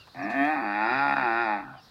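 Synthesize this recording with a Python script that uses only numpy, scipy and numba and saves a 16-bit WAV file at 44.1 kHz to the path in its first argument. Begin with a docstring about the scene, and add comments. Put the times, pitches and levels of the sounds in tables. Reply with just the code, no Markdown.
"""A camel gives one long groaning bellow in a walled yard, a few metres away.
Slow pulses of its vocal folds ring the throat, whose resonances shift as the mouth opens, and a thin nasal
whistle rises with them; at full effort every second pulse weakens into a rattle, and the call ends in a
loose creak. Behind it small birds chirp, straw rustles and the ground is scuffed, over faint air."""
import sys
import numpy as np
from scipy import signal
from scipy.fft import rfft, irfft
from scipy.io import wavfile
from scipy.ndimage import uniform_filter1d
from numba import njit

SR = 44100
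rng = np.random.default_rng(int(sys.argv[2]) if len(sys.argv) > 2 else 0)


def persist_wave(psi):
    """Save psi, clipped to +-1, as 16-bit WAV."""
    counts = np.round(np.clip(psi, -1, 1) * 32767).astype(np.int16)
    wavfile.write(sys.argv[1], SR, np.atleast_2d(counts).T)


N = 83790
TIME = np.arange(N) / SR


def undb(db):
    """Decibels to gain."""
    return 10 ** (np.asarray(db) / 20)


def curve(table, column=1):
    """An automation lane: one column of a table, joined by straight lines in time."""
    rows = np.array(table, float)
    return np.interp(TIME, rows[:, 0], rows[:, column])


def unit(x):
    """Scale to rms 1."""
    return x / np.sqrt(np.mean(x ** 2))


def steady(x, window=1300):
    """Ride the gain to a running rms of 1."""
    power = uniform_filter1d(uniform_filter1d(x ** 2, window), window)
    return x / np.sqrt(np.abs(power) + np.mean(power) * 1e-4)


@njit
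def svf(x, tuning, damping):
    """State-variable band-pass with a moving centre."""
    out, band, low = np.empty(len(x)), 0., 0.
    for i in range(len(x)):
        g, k = tuning[i], damping[i]
        v = (band + g * (x[i] + 1e-18 - low)) / (1 + g * (g + k))
        band, low = 2 * v - band, low + 2 * g * v
        out[i] = k * v
    return out


def ring(x, hz, width_hz, order=1):
    """A resonance of gain 1; higher orders have steeper skirts."""
    hz = hz * np.ones(N)
    for _ in range(order):
        x = svf(x, np.tan(np.pi * hz / SR), width_hz / hz)
    return x


def edge(x, hz, kind, order=2):
    """Low-pass or high-pass."""
    return signal.sosfilt(signal.butter(order, hz, kind, fs=SR, output="sos"), x)


def wobble(depth, hz):
    """Random modulation around 1, moving at rates up to about hz."""
    return 1 + depth * unit(edge(rng.standard_normal(N), hz, "low"))


# EQ curve of the still air (frequency [Hz], relative level [dB])
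AIR_EQ = [(20, -28.5), (50, -7), (110, -7.5), (300, -16), (800, -18), (1500, -13.5), (2300, -28),
          (4000, -22.5), (5200, -30.5), (6800, -40), (15000, -42)]

def air(level_db=-58):
    """A faint bed of outdoor rumble and hiss."""
    hz, db = np.array(AIR_EQ).T
    bins_hz = np.arange(N // 2 + 1) * SR / N
    colour = undb(np.interp(np.log(bins_hz + 1), np.log(hz), db))
    return undb(level_db) * unit(irfft(rfft(rng.standard_normal(N)) * colour, N))


# fader of the rustle (time [s], level [dB])
STRAW_LEVEL = [(0, -74), (.27, -72), (.31, -75), (.36, -66.5), (.45, -62.5), (.52, -65.5), (.6, -71.5),
               (.9, -74), (1.1, -68), (1.3, -72.5), (1.78, -84), (1.83, -70), (1.9, -76)]
# scuff cues (time [s], centre [Hz], decay [s], level [dB])
SCUFF_CUES = [(0.072, 854, 0.012, -47.5), (.3, 3650, 0.042, -52), (0.448, 5200, 0.0056, -55),
              (1.87, 670, 0.0072, -56)]

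def ground():
    """Dry straw crackles in bright grains; each soft scuff is a dying burst of noise."""
    grains = rng.standard_normal(N) * undb(2.5 * rng.exponential(size=N))
    out = unit(edge(grains, 3520, "high")) * undb(curve(STRAW_LEVEL))
    for start, hz, decay, db in SCUFF_CUES:
        envelope = (TIME > start) * np.exp(-np.abs(TIME - start) / decay)
        out += undb(db) * envelope * unit(ring(rng.standard_normal(N), hz, width_hz=hz, order=2))
    return out


# fader of the flock (time [s], level [dB])
FLOCK_LEVEL = [(0, -60.5), (.3, -63), (.6, -72.5), (1.6, -78), (1.73, -85), (1.78, -106), (1.84, -63.5),
               (1.9, -61)]

def flock():
    """Distant birds blur into a high band of noise."""
    return undb(curve(FLOCK_LEVEL)) * unit(ring(rng.standard_normal(N), hz=4200, width_hz=1500, order=2))


# bird chirps, and at 0.549 s and 0.78 s the camel's nasal whistle
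# (time [s], length [s], from [Hz], to [Hz], level [dB], waver [share of pitch])
GLIDE_CUES = [(-.02, 0.071, 3030, 2580, -58, .024), (-.015, .04, 5150, 4400, -63.5, .03),
              (0.087, 0.03, 3900, 4020, -60.5, .03), (.172, 0.047, 5180, 4350, -62.5, .024),
              (0.194, .075, 3720, 3900, -70, .024), (0.22, 0.038, 5860, 4930, -58, .024),
              (0.346, 0.17, 3150, 3300, -53.5, .024), (0.549, 0.22, 4590, 4700, -61, .015),
              (.78, .3, 4800, 4950, -59, .018), (1.738, 0.089, 3370, 2554, -65.5, .024),
              (1.765, 0.045, 4950, 4750, -66, .04), (1.79, 0.09, 5200, 5350, -65, .06)]

def chirps_and_nasal_whistle():
    """Wavering glides: small birds chirp, and the camel's nose resonance rises as its mouth opens."""
    out = np.zeros(N)
    for start, length, from_hz, to_hz, db, waver in GLIDE_CUES:
        along = np.clip((TIME - start) / length, 0, 1)
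        pitch = (from_hz + (to_hz - from_hz) * along) * wobble(waver, hz=280)
        swell = 2 * undb(db) * np.sin(np.pi * along)
        out += swell * np.sin(2 * np.pi * np.cumsum(pitch) / SR)
    return out


def rebound(x, lag_s=.0016, share=.24):
    """An all-pass splits each pulse into a short burst of bounces without changing its colour."""
    taps = np.zeros(int(lag_s * SR) + 1)
    taps[0], taps[-1] = 1, share
    return signal.lfilter(taps[::-1], taps, x)


# pitch line of the folds (time [s], pulse rate [Hz])
FOLD_PITCH = [(.148, 85.22), (.194, 90.34), (.294, 109.6), (.338, 130.9), (.36, 135.7), (.424, 141.2),
              (.496, 154.9), (.524, 156), (.586, 137.6), (.626, 108.2), (.666, 102.5), (.718, 101.6),
              (.78, 104.9), (.848, 110.8), (.956, 133.9), (.99, 138.1), (1.042, 142.2), (1.188, 135.8),
              (1.252, 119.5), (1.292, 114.1), (1.335, 114), (1.41, 118.5), (1.478, 107.6), (1.6, 97.94),
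              (1.66, 70.68), (1.8, 63.9)]
# grit in the voice (time [s], jitter [ms], loss of every second pulse [0-1], breath share [0-1])
FOLD_GRIT = [(.15, .15, 0, .3), (.27, .2, .1, .3), (.32, .4, .1, .45), (.36, .03, 0, .14),
             (.52, .03, 0, .16), (.58, .35, .25, .35), (.63, .2, .1, .25), (.67, .025, 0, .12),
             (.8, .025, 0, .13), (.89, .05, .05, .22), (.99, .025, 0, .13), (1.05, .025, .1, .13),
             (1.07, .05, .65, .18), (1.2, .05, .58, .2), (1.25, .05, .05, .2), (1.3, .015, 0, .1),
             (1.56, .025, 0, .13), (1.63, .5, .1, .5), (1.8, .6, .2, .5)]
# the voice catches for a pulse or two (time [s], half-length [s], loss [0-1])
VOICE_CATCHES = [(1.102, .005, .7), (1.144, .007, .85)]

def folds(start_s=.145, end_s=1.82, puff_db=-21):
    """The vocal folds give one uneven pulse a cycle, each followed by a puff of air."""
    cycles = np.cumsum(curve(FOLD_PITCH) * (TIME > start_s)) / SR
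    count = int(np.interp(end_s, TIME, cycles))
    onsets = np.searchsorted(cycles, np.arange(count), side="right")
    jitter_ms, loss, breath = (curve(FOLD_GRIT, column) for column in (1, 2, 3))
    size = 1 - loss[onsets] * (np.arange(count) % 2)
    for when, half, depth in VOICE_CATCHES:
        size *= 1 - depth * (np.abs(onsets / SR - when) < half)
    place = np.clip(onsets + rng.standard_normal(count) * jitter_ms[onsets] * SR / 1000, 0, N - 2)
    sample, fraction = place.astype(int), place % 1
    pulses = np.zeros(N)
    pulses[sample] += size * (1 - fraction)
    pulses[sample + 1] += size * fraction
    puff_decay = .25 + breath  # in cycles: a breathier voice has longer puffs
    puffs = np.interp(np.arange(N), onsets, size, left=0, right=0) * np.exp(-(cycles % 1) / puff_decay)
    noise = rng.standard_normal(N)
    hiss = noise + undb(8) * edge(noise, 3000, "high", order=1)  # the air hisses more in the treble
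    return pulses * (1 - breath) + undb(puff_db) * breath * puffs * hiss


# fader of the fundamental (time [s], level [dB])
CHEST_LEVEL = [(0.145, -59), (0.18, -46.5), (0.24, -56), (0.3, -62), (0.34, -59), (0.48, -50), (0.53, -61),
               (0.57, -51), (0.65, -72.5), (0.84, -64.5), (0.97, -47.5), (1.1, -48), (1.23, -50),
               (1.29, -65), (1.43, -58.5), (1.48, -66), (1.6, -59.5), (1.68, -52.5), (1.74, -52),
               (1.82, -75)]

def chest(source):
    """A fixed low resonance puts weight on the fundamental."""
    return steady(ring(source, hz=137.2, width_hz=37, order=4)) * undb(curve(CHEST_LEVEL))


# the mouth's movement, narrow to wide (time [s], opening [0-1])
MOUTH_OPENING = [(.15,.07),(.3,0.07),(.42,0.38),(.5,0.39),(.6,0.48),(.72,0.56),(.86,0.97),(1.02,1),(1.15,0.98),(1.25,0.97),(1.33,0.79),(1.43,0.99),(1.52,0.5),(1.62,0.5),(1.75,.63)]

def mouth_modes(source, table, order=1):
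    """One resonance a row, morphing in tuning and gain as the mouth opens."""
    opening = curve(MOUTH_OPENING)
    modes = []
    for narrow_hz, wide_hz, width_hz, narrow_db, wide_db in table:
        hz = (narrow_hz + (wide_hz - narrow_hz) * opening) * wobble(.007, hz=14)  # soft tissue trembles
        gain = undb(narrow_db + (wide_db - narrow_db) * opening)
        modes.append(gain * ring(source, hz, width_hz, order))
    return modes


# mouth and nose resonances (narrow [Hz], wide [Hz], bandwidth [Hz], narrow trim [dB], wide trim [dB])
RASP_MODES = [(3450, 3520, 240, -5.5, -3), (3730, 3800, 230, -2, 1.5), (4250, 4050, 130, -3, -7),
              (4600, 4650, 170, -7.5, -4), (4740, 4890, 170, -12.5, -4), (5260, 5750, 250, -16.5, -22.5)]
# fader of the rasp (time [s], level [dB])
RASP_LEVEL = [(.145, -82), (.3, -61), (.44, -55.5), (.54, -56), (.63, -63), (.75, -53), (.96, -46.5),
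              (1.15, -49), (1.32, -52), (1.42, -48.5), (1.54, -54.5), (1.6, -64.5), (1.7, -82), (1.82, -68)]

def nose(source):
    """Air and the top end of the pulses rasp in mouth and nose."""
    drive = steady(edge(source, 3000, "high")) + undb(-3) * rng.standard_normal(N)
    rasp = sum(mouth_modes(drive, RASP_MODES, order=2))
    return steady(rasp) * undb(curve(RASP_LEVEL))


# lowest pharynx resonance (narrow [Hz], wide [Hz], bandwidth [Hz], narrow trim [dB], wide trim [dB])
PHARYNX_MODE = [(216.2, 207.3, 18.4, -8, -3)]
# sweep of the main deep resonance (time [s], centre [Hz])
BOOM_SWEEP = [(.15, 272), (.42, 278), (.52, 293), (.59, 273), (.63, 334), (.72, 308), (.87, 334),
              (.93, 303.5), (1.0, 314.5), (1.2, 283), (1.26, 340.3), (1.4, 347), (1.55, 333), (1.66, 266)]
# fader of both together (time [s], level [dB])
BOOM_LEVEL = [(0.145, -55), (0.19, -43), (0.25, -31.5), (0.29, -36), (0.32, -41), (0.36, -31.5),
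              (0.42, -23.5), (0.49, -32.5), (0.55, -33.5), (0.58, -34), (0.68, -36), (0.8, -37.5),
              (0.87, -33), (1.02, -37.5), (1.08, -35.5), (1.22, -38), (1.27, -33.5), (1.38, -34),
              (1.5, -37.5), (1.57, -39.5), (1.63, -45), (1.72, -52.5), (1.82, -75)]

def pharynx(source):
    """Two deep resonances give the groan its boom."""
    boom = sum(mouth_modes(source, PHARYNX_MODE)) + ring(source, curve(BOOM_SWEEP), width_hz=46)
    boom = edge(boom, 205, "high", order=6)
    boom = edge(boom, 364, "low", order=5)
    return steady(boom) * undb(curve(BOOM_LEVEL))


# throat resonances: two beside the "aw", two middle, four upper
# (narrow [Hz], wide [Hz], bandwidth [Hz], narrow trim [dB], wide trim [dB])
THROAT_MODES = [(650, 782, 111, -24.5, -3), (1142, 994, 19, -15, -15), (1150, 1531, 108, -2, -7),
                (1562, 1414, 42, -5, 4), (1742, 1772, 83, 1, -4.5), (1780, 1836, 61, 1, 0.5),
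                (2494, 2470, 74, -7, -3), (2642, 2616, 106, -10.5, -8)]
# sweep of the strong "aw" resonance (time [s], centre [Hz])
VOWEL_SWEEP = [(0.15, 717), (0.3, 710), (0.39, 709.5), (0.46, 706), (0.55, 812.0), (0.7, 793), (0.82, 868),
               (0.92, 821.5), (1.05, 832.3), (1.24, 846), (1.32, 784), (1.42, 799), (1.51, 833.8),
               (1.6, 821), (1.8, 777)]
# faders of the three groups (time [s], "aw" level [dB], middle level [dB], upper level [dB])
THROAT_LEVELS = [(0.145, -50, -60, -57), (0.2, -36.5, -43.5, -40), (0.31, -34, -41, -36),
                 (0.37, -30.5, -42, -31), (0.425, -26, -40.5, -28.5), (0.48, -26.5, -37.5, -32),
                 (0.53, -28.5, -37.3, -32.5), (0.62, -30.5, -40, -38), (0.72, -31.1, -34.5, -34.5),
                 (0.76, -30.2, -39, -33.5), (0.82, -27, -32.5, -33.5), (0.95, -29.5, -30, -30.5),
                 (1.04, -25.5, -28.5, -34.6), (1.12, -26.5, -32, -31), (1.145, -30, -30.5, -34.7),
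                 (1.18, -27.5, -28, -33), (1.22, -30.5, -31, -32), (1.26, -25.5, -30.7, -34.5),
                 (1.32, -26, -31.5, -33.5), (1.41, -28.7, -29.5, -32.0), (1.46, -28.5, -35, -35.5),
                 (1.525, -26, -37, -35), (1.58, -32.5, -42, -42), (1.63, -43, -47.5, -49.9),
                 (1.67, -47, -47, -55), (1.72, -48.2, -47, -63), (1.755, -47, -53.5, -67),
                 (1.82, -60, -69, -63)]

def throat(source):
    """The pulses ring three groups of moving resonances: the open "aw" of the bellow."""
    modes = mouth_modes(source, THROAT_MODES)
    # as in a tube, neighbouring groups swing in opposite directions: each pulse echoes within its cycle
    vowel = ring(source, curve(VOWEL_SWEEP), width_hz=32) + modes[0] + modes[1]
    middle = -modes[2] - modes[3]
    upper = modes[4] + modes[5] - modes[6] - modes[7]
    out = np.zeros(N)
    for column, group in enumerate((vowel, middle, upper), start=1):
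        group = edge(group, 2720, "low", order=12)
        group = edge(group, 406, "high", order=6)
        out += steady(group) * undb(curve(THROAT_LEVELS, column))
    return out


def camel():
    """One train of fold pulses drives four layers of the bellow."""
    source = rebound(folds())
    return throat(source) + nose(source) + pharynx(source) + chest(source)


def scene(yard_t60_s=.16, predelay_s=.002, wet_db=-13.5):
    """Camel and birds with a short scatter from the walls, over dry ground and air."""
    calls = camel() + flock() + chirps_and_nasal_whistle()
    tail = rng.standard_normal(N) * (TIME > predelay_s) * np.exp(-np.log(1000) * TIME / yard_t60_s)
    walls = signal.fftconvolve(calls, tail / np.linalg.norm(tail))[:N]
    return (calls + undb(wet_db) * walls + ground() + air())[None]


def record(dry, top_hz=15800):
    """A steep low-pass takes the very top off the mix."""
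    return signal.sosfilt(signal.ellip(10, .2, 80, top_hz, fs=SR, output="sos"), dry)


dry = scene()
out = record(dry)
persist_wave(out)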